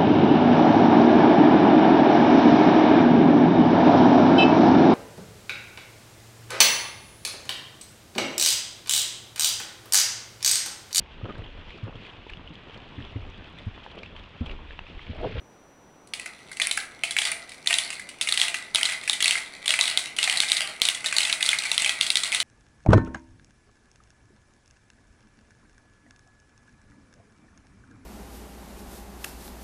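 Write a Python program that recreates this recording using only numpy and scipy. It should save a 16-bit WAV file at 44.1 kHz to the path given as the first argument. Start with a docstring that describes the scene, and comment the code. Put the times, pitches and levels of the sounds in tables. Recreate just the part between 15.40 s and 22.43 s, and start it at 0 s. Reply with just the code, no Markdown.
"""Glass marbles are dropped one after another into a plastic marble run in a living room.
Each knock is a short tick, a brief note of the struck wall and the ring of the piece of track.
Rolling is a stream of random small bumps that grows as more marbles run; stiff rims ping very high.
The room answers with fading echoes. A near camera adds filtered noise as hiss and a faint steady whine."""
import sys
import numpy as np
from scipy import signal
from scipy.io import wavfile

SR = 44100
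rng = np.random.default_rng(int(sys.argv[2]) if len(sys.argv) > 2 else 0)


def waveform_to_disk(signal):
    """Save audio, clipped to [-1, 1], as 16-bit WAV at the path in sys.argv[1]."""
    frames = np.transpose(np.atleast_2d(signal))
    scaled = np.clip(frames, -1, 1) * 32767
    samples = np.round(scaled).astype(np.int16)
    wavfile.write(sys.argv[1], SR, samples)


N = 310023  # length of the scene [samples]

# clear knocks of a marble on plastic: (time [s], level before the parts' own levels [dB], wall pitch [Hz])
KNOCK_LIST = [(0.6734, -53, 3180), (0.7365, -20, 3000), (0.797, -26, 2440), (0.8598, -26.5, 2170),
              (1.1155, -30, 1940), (1.1702, -31, 2750.0), (1.1992, -14.5, 2250), (1.2173, -11.5, 3250),
              (1.2707, -22, 2470.0), (1.3122, -12.5, 3500), (1.375, -16.5, 2390), (1.4236, -38, 2150),
              (1.636, -12.5, 2620), (1.709, -19, 3700), (1.7662, -10.5, 2330), (1.7868, -10.5, 3200),
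              (1.8174, -15.5, 3160), (1.8526, -15.5, 3110.0), (1.9184, -19, 2380), (2.0932, -38, 2810.0),
              (2.119, -35, 2290.0), (2.2605, -27.5, 2560), (2.2731, -9.5, 3930), (2.3068, -12.5, 2460),
              (2.3282, -10, 2840.0), (2.3408, -8.5, 3750), (2.3859, -10.5, 3310.0), (2.5038, -22, 2590),
              (2.5289, -26, 2600), (2.5959, -28.5, 2180), (2.69, -30.5, 2880), (2.8122, -12, 3440),
              (2.8732, -16.5, 2460), (2.888, -14, 3640), (2.924, -9.5, 3720), (2.975, -12, 3200),
              (2.9982, -13.5, 3550.0), (3.0152, -7, 3140), (3.082, -17.0, 2830), (3.1432, -15.5, 2700),
              (3.3478, -11.0, 3560), (3.3577, -8, 3600), (3.4114, -18, 2310.0), (3.4313, -9, 3140),
              (3.4544, -12, 3900), (3.4887, -19, 2370), (3.5213, -22, 2500), (3.636, -30, 2210.0),
              (3.677, -17, 2500), (3.697, -8.5, 3740), (3.7315, -14.5, 3450), (3.8048, -14.5, 3080.0),
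              (3.8258, -10.5, 3330), (3.8438, -11, 4000), (3.8578, -11, 2540), (3.88, -8.5, 3700),
              (3.9092, -9, 2880), (3.9545, -17, 2170), (3.977, -21, 2290.0), (4.2587, -19.5, 2960),
              (4.2792, -11, 3800), (4.2922, -14.0, 3360), (4.3061, -8, 3150), (4.3393, -11, 2480.0),
              (4.39, -12, 2670), (4.4112, -5.5, 3950), (4.478, -14.5, 3500), (4.5744, -7.5, 3500),
              (4.7653, -26.5, 3400), (4.7869, -10.5, 2910.0), (4.829, -11, 3680), (4.8403, -12, 3940),
              (4.8755, -12, 2340), (4.8976, -9, 3030), (4.9729, -14, 4360.0), (5.003, -5.5, 3820),
              (5.034, -18.5, 2330), (5.1184, -6.5, 3850), (5.1682, -13.5, 3930.0), (5.4178, -6.5, 3480.0),
              (5.4527, -11, 3870), (5.4874, -7.5, 3430), (5.548, -21, 3360), (5.6439, -19, 2530),
              (5.6607, -12.5, 3800), (5.7257, -14, 2320.0), (5.7657, -11.5, 4000), (5.784, -7, 4180),
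              (5.8047, -13, 2920), (5.8314, -16, 3970.0), (5.851, -13.5, 3550), (5.8973, -14.5, 2790.0),
              (5.927, -10.5, 3700), (6.0079, -18.0, 2440), (6.0274, -9.5, 3550), (6.0619, -14, 4270.0),
              (6.0904, -7, 3390), (6.131, -12.5, 2190.0), (6.1872, -15, 4080), (6.2536, -19.5, 2320),
              (6.3006, -29, 2280), (6.316, -9.5, 3840), (6.3793, -9, 3310.0), (6.422, -18, 2810.0),
              (6.4463, -11, 2940), (6.461, -12.0, 2570), (6.4938, -11, 3270), (6.611, -7.5, 3470),
              (6.666, -18, 3400), (6.7031, -9.5, 3800), (6.7561, -8.5, 3470), (6.7704, -11, 3780),
              (6.8349, -13.5, 3860.0), (6.9261, -15.5, 2400), (6.9473, -10.5, 3710), (7.002, -11, 3830)]
# colour of a glass-on-plastic contact: (frequency [Hz], level [dB])
CONTACT_COLOUR = [(300, -39.5), (1100, -7.5), (2400, -8), (4200, 7.5), (5300, 2), (7000, 0), (8300, 5),
                  (10400, 0)]


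def amp(db):
    """Turns decibels into a gain."""
    return 10 ** (np.asarray(db) / 20)


def unit(x):
    """Scales a short sound to the energy of one millisecond at full level."""
    return x / np.sqrt(np.sum(x ** 2) * 1000 / SR + 1e-20)


def read(points, hz):
    """Reads a table between its points, on a log-frequency axis."""
    f, value = np.transpose(points)
    return np.interp(np.log(hz + 1), np.log(f), value)


def add(mix, s, sound):
    """Mixes a sound in at time s (seconds)."""
    part = mix[max(round(s * SR), 0):][:len(sound)]
    part += sound[:len(part)]


def colour(x, points, size=2048):
    """Filters a sound to the given spectrum, without any sound ahead of its cause."""
    log_gain = np.log(amp(read(points, abs(np.fft.fftfreq(size, 1 / SR)))))
    # the Hilbert transform finds the phase that puts the response as early as possible
    spectrum = np.exp(np.conj(signal.hilbert(log_gain)))
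    taps = np.fft.ifft(spectrum).real
    return signal.fftconvolve(x, taps[:size // 2])[:len(x)]


def background(hush_db=-54, whine_hz=5879, whine_db=-69):
    """Steady noise coloured as low room noise and hiss, and the camera's thin whine, a pure tone."""
    # quiet of the room: (frequency [Hz], level [dB])
    hush_colour = [(20, -3), (260, 5), (800, 1), (2000, -10), (5000, -21.5), (10500, -24.5), (13000, -10.5)]
    hush = colour(rng.standard_normal(N), hush_colour)
    whine = np.sqrt(2) * np.sin(2 * np.pi * whine_hz * np.arange(N) / SR)
    return amp(hush_db) * hush / hush.std() + amp(whine_db) * whine


def blows():
    """Every knock and the weaker rebound as the marble comes down once more: (s, level dB, pitch Hz)."""
    soonest_latest_s = (0.008, 0.03)
    least_loss_db, mean_further_loss_db = 9.5, 8
    landing_hz = (2180, 3880)  # range of wall pitches that it lands on
    s, db, _ = np.transpose(KNOCK_LIST)
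    wait, loss, spot = rng.random((len(KNOCK_LIST), 3)).T
    rebound_s = s + np.interp(wait, [0, 1], soonest_latest_s)
    rebound_db = db - least_loss_db + mean_further_loss_db * np.log(1 - loss)
    rebound_hz = np.interp(spot, [0, 1], landing_hz)
    return np.vstack([KNOCK_LIST, np.transpose([rebound_s, rebound_db, rebound_hz])])


def wall(t, hz, decay, rise):
    """The struck spot of thin plastic swings for a few cycles; decay and rise in seconds."""
    swing = np.sin(2 * np.pi * hz * t)
    return unit(swing * (1 - np.exp(-t / rise)) * np.exp(-t / decay))


def tick(t, decay):
    """The hard contact of glass on plastic: a short bright burst of noise."""
    return unit(colour(rng.standard_normal(len(t)) * np.exp(-t / decay), CONTACT_COLOUR))


def ring(t, detune=0.041):
    """One piece of track: each piece is tuned a little apart, each spot weights the modes anew."""
    # ring of tubes and chutes: (pitch before detuning [Hz], level [dB], time to fade by 60 dB [s])
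    track_modes = [(680, -18, 0.063), (840.4, -17, 0.055), (1261, -6, 0.017), (1585, -4.5, 0.018),
                   (2026.6, 1, 0.049), (2220, 7, 0.019), (2523, -10.5, 0.1)]
    hz, db, t60 = np.transpose(track_modes)[:, :, None]
    shift, a, b = rng.standard_normal((3, len(track_modes), 1))
    turn = 2 * np.pi * hz * (1 + detune * shift) * t
    modes = amp(db - 60 * t / t60) * (a * np.sin(turn) + b * np.cos(turn))
    return unit(modes.sum(0) * (1 - np.exp(-t / 0.00094)))


def chatter(x, t, share, decay=0.0041, per_s=1600):
    """Quick re-contacts and tube echoes take a share of a blow's energy and spread it out."""
    touched = (rng.random(len(t)) < per_s / SR) * (t > .001)
    touches = rng.standard_normal(len(t)) * touched * np.exp(-t / decay)
    touches *= np.sqrt(share) / (np.linalg.norm(touches) + 1e-9)
    return unit(x + signal.fftconvolve(x, touches)[:len(x)])


def knocks(wall_db=-2, ring_db=-13, ring_growth_db=5, ring_slope_db=-9, ping_db=-6, clack_db=-7,
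           aside_db=-6, spray_db=-9, size=4096):
    """Each knock is a tick, the wall's note and the ring of the piece.
    Returns what reaches the microphone directly and the broader clack thrown into the room."""
    # a firm knock on a typical spot, which every blow is compared with
    firm_db, typical_hz = -12, 3210
    # the contact tick grows more slowly than the blow and is louder on stiff, high spots
    tick_db, tick_db_per_db, tick_db_per_octave = -16.5, 0.62, 5
    # blows below this level are more and more glancing
    glancing_from_db, glancing_range_db = -9, 3.5
    t, direct, thrown = np.arange(size) / SR, np.zeros(N), np.zeros(N)
    click = unit(colour(signal.unit_impulse(size), CONTACT_COLOUR))
    for s, db, hz in blows():
        octaves = np.log2(hz / typical_hz)
        contact_db = tick_db + tick_db_per_db * (db - firm_db) + tick_db_per_octave * octaves
        # soft, glancing blows chatter and ring more
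        glancing = np.clip((glancing_from_db - db) / glancing_range_db, 0, 1)
        share = 0.051 + 0.79 * glancing

        note_decay = 0.00037 * max(3200 / hz, 1) ** 2.15  # slack, low spots swing longer
        # a second mode widens the note
        neighbour = amp(clack_db) * wall(t, hz * rng.uniform(0.683, 1.193), decay=0.0016, rise=0.0025)
        both_modes = wall(t, hz, decay=note_decay, rise=0.0021) + neighbour
        note = amp(db + wall_db) * chatter(both_modes, t, share)

        # later on, rims further down ping lower
        rim_hz = np.interp(s, [1, 6], [10000, 8400]) * (1 + 0.13 * rng.standard_normal())
        ping = amp(ping_db) * wall(t, rim_hz, decay=0.0001, rise=0.0001)
        touch = tick(t, decay=0.0014 + 0.0009 * glancing)
        contact = amp(contact_db) * chatter(touch + ping, t, share)

        piece = amp(db + ring_db + ring_growth_db * glancing + ring_slope_db * octaves) * ring(t)
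        add(direct, s, note + contact + piece)
        # other directions hear other patches of the wall, so the note blurs into a wide band
        spray = np.hypot(amp(db + spray_db), 0.53 * amp(contact_db)) * click
        add(thrown, s, amp(aside_db) * (note + piece) + spray)
    return direct, thrown


def effort(count=16):
    """How hard the marbles run (dB): each release adds rolling, each knock sets off brief jostling."""
    # when one more marble starts to roll: time [s]
    release_times = [0.75, 1.64, 2.27, 2.81, 3.35, 3.68, 4.26]
    marble_db, speed_up_s = -50, 0.13  # one marble before the long chutes, and its time to get going
    crowding = 0.58  # rolling power grows as this power of the number of marbles
    # the pack starts to reach the louder, long lower chutes; time from its first marble to its last
    long_chutes_s, long_chutes_db, pack_s = 4.04, 9, 0.98
    jostle_db, jostle_s = -27.5, 0.03  # level against the knock, time to its peak
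    wander_db, wander_per_s = 3.5, (3, 14)  # RMS depth, range of rates
    t = np.arange(N) / SR
    marbles = sum(np.clip((t - s) / speed_up_s, 0, 1) for s in release_times)
    on_long_chutes = np.clip((t - long_chutes_s) / pack_s, 0, 1)
    power = marbles ** crowding * amp(marble_db + long_chutes_db * on_long_chutes) ** 2
    age = t[:SR] / jostle_s
    for s, db, _ in KNOCK_LIST:
        add(power, s, amp(db + jostle_db) ** 2 * age * np.exp(1 - age))
    # the rolling swells and sinks at bends and joints
    rates = np.geomspace(*wander_per_s, count)
    wander = sum(np.sin(2 * np.pi * (rate * t + rng.random())) for rate in rates)
    return 10 * np.log10(power + 1e-12) + wander_db * wander * np.sqrt(2 / count)


def rolling(effort_db, per_s, spread_db, level_db, ring_db, bright_db, bright_growth, count=28, size=2048):
    """Marbles bump over the plastic at random; bright_growth makes bumps brighter in harder runs."""
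    hard_run_db = -28.5  # effort at which bright_db holds
    t, out = np.arange(size) / SR, np.zeros(N)
    bright = amp(bright_db + bright_growth * (effort_db - hard_run_db))
    for _ in range(count):
        bumps = (rng.random(N) < per_s / count / SR) * amp(spread_db * (2 * rng.random(N) - 1.5))
        bumps *= np.sign(rng.standard_normal(N)) * amp(effort_db + level_db)
        contact = wall(t, rng.uniform(2330, 4570), decay=0.00051, rise=0.00042) + tick(t, decay=0.0014)
        out += signal.oaconvolve(bumps, amp(ring_db) * ring(t))[:N]
        out += signal.oaconvolve(bumps * bright, contact)[:N]
    return out


def room(x, wet_db=-0.5, gap=.0105, early_db=-15, count=7, size=20000):
    """The walls answer, weakly before the gap (s); the echo pattern shifts as the marbles move."""
    # decay of the room: (frequency [Hz], time to fade by 60 dB [s])
    room_decay = [(600, 0.77), (3500, 0.26), (10000, 0.31)]
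    t, out = np.arange(size) / SR, np.zeros(N)
    turns = rng.uniform(1, 4, (count, 1)) * np.arange(N) / SR + rng.random((count, 1))
    places = np.cos(2 * np.pi * turns)
    for place in places / np.linalg.norm(places, axis=0):
        taps = rng.standard_normal(size) * (rng.random(size) < .2)
        taps = taps * np.where(t > gap, 1, amp(early_db)) * (t > .002)
        # each frequency band fades at its own speed
        hz, times, z = signal.stft(taps, SR)
        fade = amp(-60 * times / read(room_decay, hz)[:, None])
        tail = signal.istft(z * fade, SR)[1]
        out += signal.oaconvolve(x * place, tail / np.linalg.norm(tail))[:N]
    return amp(wet_db) * out


def rim_hits(level_db=-6, snap_db=4, decay=0.00046, rise=0.0002, snap_decay=0.00061, size=1024):
    """A stiff rim struck squarely snaps and rings very high for about a millisecond."""
    # piercing pings: (time [s], level before level_db and snap_db [dB], pitch [Hz])
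    square_hits = [(0.8592, -30, 9400), (1.2709, -13.5, 9300), (1.3123, -16, 10100), (1.374, -14, 9800),
                   (1.9173, -16.5, 9360), (2.3847, -13, 10200), (2.8122, -18, 10600), (3.3472, -17, 10000),
                   (3.8251, -13, 10400), (6.4208, -13.5, 8500)]
    t, out = np.arange(size) / SR, np.zeros(N)
    for s, db, hz in square_hits:
        # differencing noise twice leaves mostly treble
        snap = unit(np.diff(rng.standard_normal(size + 2), 2) * np.exp(-t / snap_decay))
        add(out, s, amp(db + level_db) * (wall(t, hz, decay, rise) + amp(snap_db) * snap))
    return out


def scene(rim_room_db=-8, seam_db=-52):
    """Knocks, rim pings, small rattles, faint seam ticks and the rumble of rolling, in the room."""
    unevenness_db = 9  # bump levels spread over twice this range
    effort_db = effort()
    rattle = rolling(effort_db, per_s=90, spread_db=unevenness_db, level_db=0.5, ring_db=-2,
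                     bright_db=3, bright_growth=0.3)
    rumble = rolling(effort_db, per_s=600, spread_db=unevenness_db, level_db=-9, ring_db=-1.3,
                     bright_db=-10, bright_growth=0.38)
    # above seam_db, seams tick just as faintly however hard the run, so they show in the lulls
    seams = rolling(np.minimum(effort_db, seam_db), per_s=25, spread_db=unevenness_db, level_db=4,
                    ring_db=-4, bright_db=0, bright_growth=0.0, count=8)
    small = rattle + rumble + seams
    direct, thrown = knocks()
    rims = rim_hits()
    echoes = room(thrown + amp(rim_room_db) * rims + small)
    return (direct + rims + small + echoes + background())[None]


def record(dry, ceiling=0.85, knee=8, lean=0.055):
    """The microphone dulls the top; the hardest knocks overload it a little unevenly and so thud."""
    # treble response of the microphone: (frequency [Hz], level [dB])
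    microphone_response = [(10500, 1.5), (11300, -11), (11850, -34), (12400, -14), (13300, -16.5),
                           (15800, -22.5), (16200, -56)]
    edge_hz = 16900  # nearly nothing passes above this
    x = colour(dry[0], microphone_response)
    # soft limit, a little higher on the positive side
    limit = ceiling + lean * np.sign(x)
    x = x / (1 + abs(x / limit) ** knee) ** (1 / knee)
    low_pass = signal.firwin(511, edge_hz, window=("kaiser", 9), fs=SR)
    return signal.oaconvolve(x, low_pass, "same")[None]


dry = scene()
out = record(dry)
waveform_to_disk(out)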